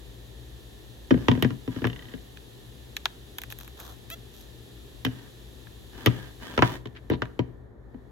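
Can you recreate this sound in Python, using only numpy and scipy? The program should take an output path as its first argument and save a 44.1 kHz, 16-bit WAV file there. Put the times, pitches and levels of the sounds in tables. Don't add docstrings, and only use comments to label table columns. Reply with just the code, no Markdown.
import sys
import numpy as np
from scipy import signal
from scipy.fft import rfft, irfft
from scipy.io import wavfile
from scipy.ndimage import uniform_filter1d

SR = 44100
rng = np.random.default_rng(int(sys.argv[2]) if len(sys.argv) > 2 else 0)


def store_pcm(level_fs):
    pcm = np.round(np.clip(level_fs, -1, 1) * 32767).astype(np.int16)
    wavfile.write(sys.argv[1], SR, np.atleast_2d(pcm).T)


N = 357651
TIME = np.arange(N) / SR
RING_TIME = np.arange(16384) / SR

# [f/Hz, level/dB]
AIR_COLOUR = [(30, -28), (63, -1), (86, -13.5), (121, -15.5), (404, -11.5), (600, -21.5), (3770, -44),
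              (9220, -36.5), (12300, -41.5), (16000, -49)]
AIR_DB = -50.8
# [f/Hz, distance to half amplitude/Hz, level/dB before the common hum gain]
HUM_BANDS = [(55.3, 8.9, -56), (118.7, 6.7, -58.5), (1782, 113, -74), (3560, 770, -69.5)]
# [t/s, level/dB]
TREBLE_COURSE = [(6.75, 4), (6.85, -5), (7.25, -3.5), (7.75, -14), (8.0, -8.5)]
# [f/Hz, left-right coherence, clipped to +-0.99 in use]
PORT_COHERENCE = [(60, 0.87), (300, 0.54), (550, 0.13), (1000, 0.35), (3000, -0.21), (6500, 0.61),
                  (8600, -1.1), (9800, -1), (11500, 0.69)]
# [f/Hz, left minus right level/dB]
PORT_BALANCE = [(60, 3.5), (120, 6.5), (300, 3.5), (900, -0.5), (5000, -.7)]
# [f/Hz, t60/s]
ROOM_DECAY = [(300, .55), (1500, .38), (14000, .4)]
# [t/s, push that rocks the bowl level/dB before the thump and body gains, body f/Hz,
# clack of the wall level/dB, clack f/Hz, crack of the blade level/dB]
KNOCKS = [(1.1062, -18.5, 270, -24, 560, -33), (1.1098, -13.5, 275, -26, 1500, -34),
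          (1.141, -20.5, 255, -35, 1620, -43), (1.175, -31, 245, -41, 1000, -51),
          (1.283, -13, 270, -16.5, 955, -20), (1.314, -19.5, 243, -29, 980, -28),
          (1.351, -29, 240, -39, 1000, -48), (1.374, -29, 240, -44, 1650, -48),
          (1.4238, -18, 228, -23.5, 1950, -22.5), (1.446, -19, 246, -27.5, 1800, -35),
          (1.5041, -33.5, 290, -39.5, 1010, -44), (1.6762, -27, 289, -40.5, 1000, -45.5),
          (1.7616, -29.5, 280, -42, 1660, -49), (1.818, -28, 270, -43, 1950, -48),
          (1.8416, -27, 330, -24, 1610, -35), (1.8504, -23, 300, -26.5, 1250, -34),
          (1.8691, -30, 300, -34, 1980, -36), (2.137, -35, 260, -44, 1600, -46),
          (5.0487, -27, 260, -27, 1950, -25), (5.064, -25.5, 250, -33.5, 1750, -36),
          (6.0601, -20, 280, -20.5, 1900, -18), (6.0695, -14, 278, -22, 1230, -26),
          (6.5762, -21, 500, -21.5, 1300, -26.5), (6.5893, -22, 380, -21.5, 990, -29.5),
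          (6.6215, -14.5, 320, -11.5, 1010, -22.5), (6.8556, -34.5, 390, -42.5, 1000, -43),
          (7.0991, -20, 350, -29.5, 640, -38), (7.112, -20, 342, -33.5, 950, -44),
          (7.1347, -29, 340, -35.5, 950, -45), (7.219, -28.5, 377, -24, 1500, -33),
          (7.391, -20.5, 320, -31.5, 950, -35), (7.9429, -37.5, 222, -53.5, 900, -68)]
# [f/Hz, level/dB, t60/s]
BOWL_MODES = [(65.7, -15, .17), (125, 2, .11), (172, -1, .08), (225, -3, .06), (257, -2, .09),
              (290, -3, .055), (340, 0.5, .04), (410, -5.5, .05), (624.6, -15, .09), (711.5, -19, .13),
              (980, -16.5, .11), (1219, -17, .05), (1635, -12, .05), (1780, -12, .035), (3050, -14.5, .06),
              (3450, -16, .05)]
# [f/Hz, level/dB, t60/s]
BLADE_MODES = [(1932, 0.5, .035), (2830, -7, 0.035), (3088, -4, 0.034), (3560, -8, 0.033)]
# [f/Hz, level/dB]
SNAP_COLOUR = [(60, -2), (900, -1), (3300, -1), (4500, -11.5), (9000, -11.5), (13000, -13.5)]
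# [start t/s, length/s, level/dB before the rasp and wall gains]
RUBS = [(1.122, .4, -48), (1.687, 0.18, -48), (1.92, .29, -55), (5.06, .26, -53), (5.9, 0.45, -45.5),
        (6.39, .23, -42.5), (6.599, .19, -36.5)]
# [f/Hz, level/dB]
RASP_COLOUR = [(60, -9.5), (250, 7), (550, -2), (3000, -10), (13000, -28)]
# [t/s, crack level/dB, clack level/dB, edge tick level/dB]
CLICKS = [(1.4238, -29, -40, -35), (1.869, -47, -52, -50), (2.371, -42.5, -49.5, -64),
          (2.966, -24, -37.5, -42), (3.0554, -16, -25, -42), (3.3836, -29, -37.5, -39),
          (3.4164, -36, -49, -44), (3.4351, -36.5, -40, -46.5), (3.5018, -40, -56, -48),
          (3.523, -36, -41.5, -42.5), (3.5869, -44, -53, -43.5), (3.609, -45, -48, -53),
          (3.677, -45, -47, -52), (3.8001, -41.5, -51, -46.5), (4.101, -38.5, -48, -41.5),
          (5.0487, -35, -46, -41), (5.669, -54, -48.5, -68), (6.0601, -25, -35, -32),
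          (6.871, -46, -54, -75), (7.0991, -40, -46, -51), (7.254, -49, -44, -75)]
# [f/Hz, level/dB]
SPOON_RESONANCES = [(720, -8), (1700, 4), (2520, 0), (3450, 1), (3850, 3), (6100, -1), (12500, 3)]
# [start t/s, length/s, fine fizz level/dB, coarse crackle level/dB, mean slips per s]
SCRAPES = [(3.497, .04, -51, -56, 400), (3.585, .085, -54, -60, 320), (3.76, .2, -51, -51, 1500),
           (4.31, .17, -56, -72, 1200)]
SQUEAK_S, SQUEAK_LENGTH_S, SQUEAK_HZ, SQUEAK_DB = 4.106, 0.045, 680, -39.5
# [start t/s, length/s, level/dB, f/Hz]
SKIDS = [(6.947, .05, -48, 1750), (7.1, .07, -44, 3850)]
EDGE_HZ = 16300


def amp(db):
    return 10 ** (np.asarray(db) / 20)


def evened(x):
    return x / np.sqrt(np.mean(x ** 2) + 1e-20)


def at_peak(x, db):
    power = uniform_filter1d((x ** 2).mean(0), size=220)
    return amp(db) * x / np.sqrt(power.max())


def read(points, hz):
    f, value = np.transpose(points)
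    return np.interp(np.log(hz + 1), np.log(f + 1), value)


def add(mix, s, sound):
    part = mix[:, round(s * SR):][:, :sound.shape[1]]
    part += sound[:, :part.shape[1]]


def band(x, lo_hz, hi_hz):
    sos = signal.butter(3, [lo_hz, hi_hz], "band", fs=SR, output="sos")
    return signal.sosfilt(sos, x)


def lifted(x, hz, q, lift_db):
    return x + amp(lift_db) * signal.lfilter(*signal.iirpeak(hz, q, fs=SR), x)


def coloured(pair, spectrum):
    size = pair.shape[1]
    hz = abs(np.fft.fftfreq(size, 1 / SR))
    log_colour = np.log(amp(read(spectrum, hz)))
    colour = np.exp(signal.hilbert(log_colour))[:size // 2 + 1]
    same = np.clip(read(PORT_COHERENCE, hz[:size // 2 + 1]), -.99, .99)
    mid, side = rfft(pair) * colour * np.sqrt([1 + same, 1 - same])
    return irfft(np.array([mid + side, mid - side]), size)


def background(hum_gain_db=5.0):
    air = amp(AIR_DB) * evened(coloured(rng.standard_normal((2, N)), AIR_COLOUR))
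    f = np.fft.rfftfreq(N, 1 / SR)
    drive = rfft(coloured(rng.standard_normal((2, N)), [(25, -22), (55, -3.5)]))
    for hz, width, db in HUM_BANDS:
        resonance = 1 / (1 + ((f - hz) / width) ** 2)
        air += amp(db + hum_gain_db) * evened(irfft(drive * resonance, N))
    hz, t, z = signal.stft(air, SR, nperseg=512)
    share = np.minimum((hz / 2400) ** 4, 1.45)[:, None]
    course_db = share * np.interp(t, *np.transpose(TREBLE_COURSE))
    return signal.istft(z * amp(course_db), SR, nperseg=512)[1][:, :N]


def snap(fast_s, slow_s, slow_db, direct_db):
    decay = np.exp(-RING_TIME / fast_s) + amp(slow_db) * np.exp(-RING_TIME / slow_s)
    fade = decay * (1 - np.exp(-(2 * RING_TIME / fast_s) ** 2))
    waves = rng.standard_normal((2, len(RING_TIME))) * fade / np.linalg.norm(fade)
    pulse = signal.hilbert(signal.unit_impulse(len(RING_TIME), 30))
    quadrature = np.array([pulse.real, pulse.imag])
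    contact = coloured(waves + amp(direct_db) * quadrature, SNAP_COLOUR)
    return contact * (1 - RING_TIME / RING_TIME[-1])


def ring(place_db=2.0, detune=0.0085, port_turn=1.1):
    hz, db, t60 = np.transpose(BOWL_MODES)[:, :, None]
    place, grip, angle = rng.standard_normal((3, len(BOWL_MODES), 1))
    onset = 1 - np.exp(-2 * RING_TIME * hz)
    swing = amp(db + place_db * place - 60 * RING_TIME / t60) * onset
    phase = 2 * np.pi * hz * (1 + detune * grip) * RING_TIME
    apart = port_turn * angle * hz / (hz + 350)
    return np.array([(swing * np.cos(phase + side * apart)).sum(0) for side in (1, -1)])


def blade():
    hz, db, t60 = np.transpose(BLADE_MODES)[:, :, None]
    swing = amp(db - 60 * RING_TIME / t60) * (1 - np.exp(-RING_TIME * hz / 2))
    turns = hz * RING_TIME + rng.random((2, len(BLADE_MODES), 1))
    return (swing * np.sin(2 * np.pi * turns)).sum(1)


def bend(x, lag_s, corner_hz):
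    hz = np.fft.rfftfreq(x.shape[1], 1 / SR)
    turns = lag_s * corner_hz * np.log(1 + hz / corner_hz)
    return irfft(rfft(x) * np.exp(-2j * np.pi * turns))


def knocks(thump_db=-3.5, body_db=1.5, ring_db=-2.0, steel_db=-4.0, tick_db=-24, tick_s=.003, crack_hz=3020):
    out = np.zeros((2, N))
    for s, push, body_hz, clack, clack_hz, crack in KNOCKS:
        contact = snap(fast_s=.0016, slow_s=0.01, slow_db=-10.5, direct_db=-6.0)
        blow = bend(at_peak(contact, 0) + at_peak(ring(), ring_db), lag_s=.007, corner_hz=110)
        thump = at_peak(band(blow, 58, 180), push + thump_db)
        body = at_peak(lifted(band(blow, 165, 520), body_hz, q=4.5, lift_db=3), push + body_db)
        wall = at_peak(lifted(band(blow, 560, 2000), clack_hz, q=9, lift_db=6.5), clack)
        edge = at_peak(lifted(band(blow, 2350, 5800), crack_hz, q=8, lift_db=-5), crack)
        tick = at_peak(band(blow * np.exp(-RING_TIME / tick_s), 8200, EDGE_HZ), crack + tick_db)
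        steel = at_peak(blade(), crack + steel_db)
        add(out, s, thump + body + wall + edge + tick + steel)
    return out


def kitchen(x, wet_db=-18.0, build_s=0.0035):
    hz, t, z = signal.stft(rng.standard_normal((2, SR)), SR, nperseg=256)
    decay = amp(-60 * t / read(ROOM_DECAY, hz)[:, None])
    tail = signal.istft(z * decay, SR, nperseg=256)[1][:, :SR]
    build = 1 - np.exp(-np.arange(SR) / SR / build_s)
    tail = coloured(tail * build, [(400, 3), (2500, 0)])
    return amp(wet_db) * signal.fftconvolve(x, tail / np.linalg.norm(tail[0]), axes=1)[:, :N]


def slips(per_s, spread_db, smooth):
    released = rng.random(N) < per_s / SR
    size = amp(spread_db * np.minimum(rng.exponential(1, N), np.pi)) * released
    return evened(size * rng.standard_normal((2, N))) + smooth * rng.standard_normal((2, N))


def stroke(start, length, press, lift):
    along = (TIME - start) / length
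    return np.clip(np.minimum(along / press, (1 - along) / lift), 0, 1)


def wander(over_s):
    sos = signal.butter(2, 1 / (np.pi * over_s), fs=SR, output="sos")
    return evened(signal.sosfilt(sos, rng.standard_normal(N)))


def resonate(x, hz, width_hz):
    turn = np.exp(2j * np.pi * np.cumsum(hz) / SR)
    r = np.exp(-np.pi * width_hz / SR)
    return (turn * signal.lfilter([1 - r], [1, -r], x / turn)).real


def rubs(rasp_db=-1.5, wall_db=-4.5, waver_db=2.0, waver_s=0.02, drift=.025, drift_s=.06, width_hz=70):
    grain = slips(per_s=1300, spread_db=3, smooth=.4)
    wall = np.zeros((2, N))
    for hz, db, _ in BOWL_MODES[-6:]:
        strength = amp(db + waver_db * wander(waver_s))
        wall += strength * resonate(grain, hz * (1 + drift * wander(drift_s)), width_hz)
    rasp = amp(rasp_db) * evened(coloured(grain, RASP_COLOUR))
    pressure = sum(amp(db) * stroke(start, length, press=0.2, lift=0.3) for start, length, db in RUBS)
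    return (rasp + amp(wall_db) * evened(wall)) * pressure


def spoon(x, q=8):
    return x + sum(amp(db) * signal.lfilter(*signal.iirpeak(hz, q, fs=SR), x) for hz, db in SPOON_RESONANCES)


def clicks(clack_db=1.5, crack_db=-2.0, tick_db=5.5):
    out = np.zeros((2, N))
    for s, crack, clack, tick in CLICKS:
        contact = snap(fast_s=0.0005, slow_s=0.004, slow_db=-8, direct_db=-4)
        touch = bend(spoon(contact), lag_s=.005, corner_hz=500)
        low = at_peak(band(touch, 750, 2000), clack + clack_db)
        middle = at_peak(band(touch, 2100, 6800), crack + crack_db)
        high = at_peak(band(touch, 8200, 15200), tick + tick_db)
        add(out, s, low + middle + high)
    return out


def teeth(first_db=-38.0, fall_db=2.0, body_db=0.0, snap_db=-4.5):
    out = np.zeros((2, N))
    for k, s in enumerate(np.arange(1.899, 2.2, .031)):
        catch = band(snap(fast_s=0.0017, slow_s=.006, slow_db=-10, direct_db=-1), 700, 5800)
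        tooth = at_peak(blade(), 0) + at_peak(ring(), body_db) + at_peak(catch, snap_db)
        add(out, s, amp(first_db - k * fall_db) * tooth)
    return out


def scrapes(fizz_db=0.5, crackle_db=0.5):
    out = np.zeros((2, N))
    for start, length, fine, coarse, per_s in SCRAPES:
        grains = spoon(coloured(slips(per_s, spread_db=2.5, smooth=.25)[:, :SR], SNAP_COLOUR))
        fizz = amp(fine + fizz_db) * evened(band(grains, 3800, 14500))
        crackle = amp(coarse + crackle_db) * evened(band(grains, 450, 1300))
        pressure = stroke(start, length, press=0.2, lift=0.31)[round(start * SR):][:SR]
        add(out, start, (fizz + crackle) * pressure)
    return out


def squeak(jitter=0.0048, slow_start=.17, settle_s=.009):
    speed = 1 - slow_start * np.exp(-np.maximum(TIME - SQUEAK_S, 0) / settle_s)
    uneven = evened(uniform_filter1d(rng.standard_normal(N), size=60))
    rate = SQUEAK_HZ * speed * (1 + jitter * uneven)
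    train = np.diff(np.floor(np.cumsum(rate) / SR), prepend=0) - rate / SR
    pulses = signal.hilbert(train)
    note = spoon(coloured(np.array([pulses.real, pulses.imag]), SNAP_COLOUR))
    return amp(SQUEAK_DB) * evened(note) * stroke(SQUEAK_S, SQUEAK_LENGTH_S, press=0.16, lift=.2)


def skid():
    grit = band(slips(per_s=1000, spread_db=2, smooth=.35), 1100, 3700)
    out = np.zeros((2, N))
    for start, length, db, hz in SKIDS:
        pitched = evened(lifted(grit, hz, q=6, lift_db=5))
        out += amp(db) * pitched * stroke(start, length, press=0.25, lift=.45)
    return out


def scene(spoon_room_db=-5):
    on_bowl = knocks() + teeth() + rubs() + skid()
    clicks_and_spoon = clicks() + scrapes() + squeak()
    room = kitchen(on_bowl + amp(spoon_room_db) * clicks_and_spoon)
    return on_bowl + clicks_and_spoon + room + background()


def record(dry):
    half_db = read(PORT_BALANCE, np.fft.rfftfreq(N, 1 / SR)) / 2
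    ports = irfft(rfft(dry) * amp([half_db, -half_db]), N)
    ports = np.clip(ports, -.92, .92)
    low_pass = signal.firwin(511, EDGE_HZ, window=("kaiser", 9), fs=SR)
    return signal.oaconvolve(ports, low_pass[None], "same")


dry = scene()
out = record(dry)
store_pcm(out)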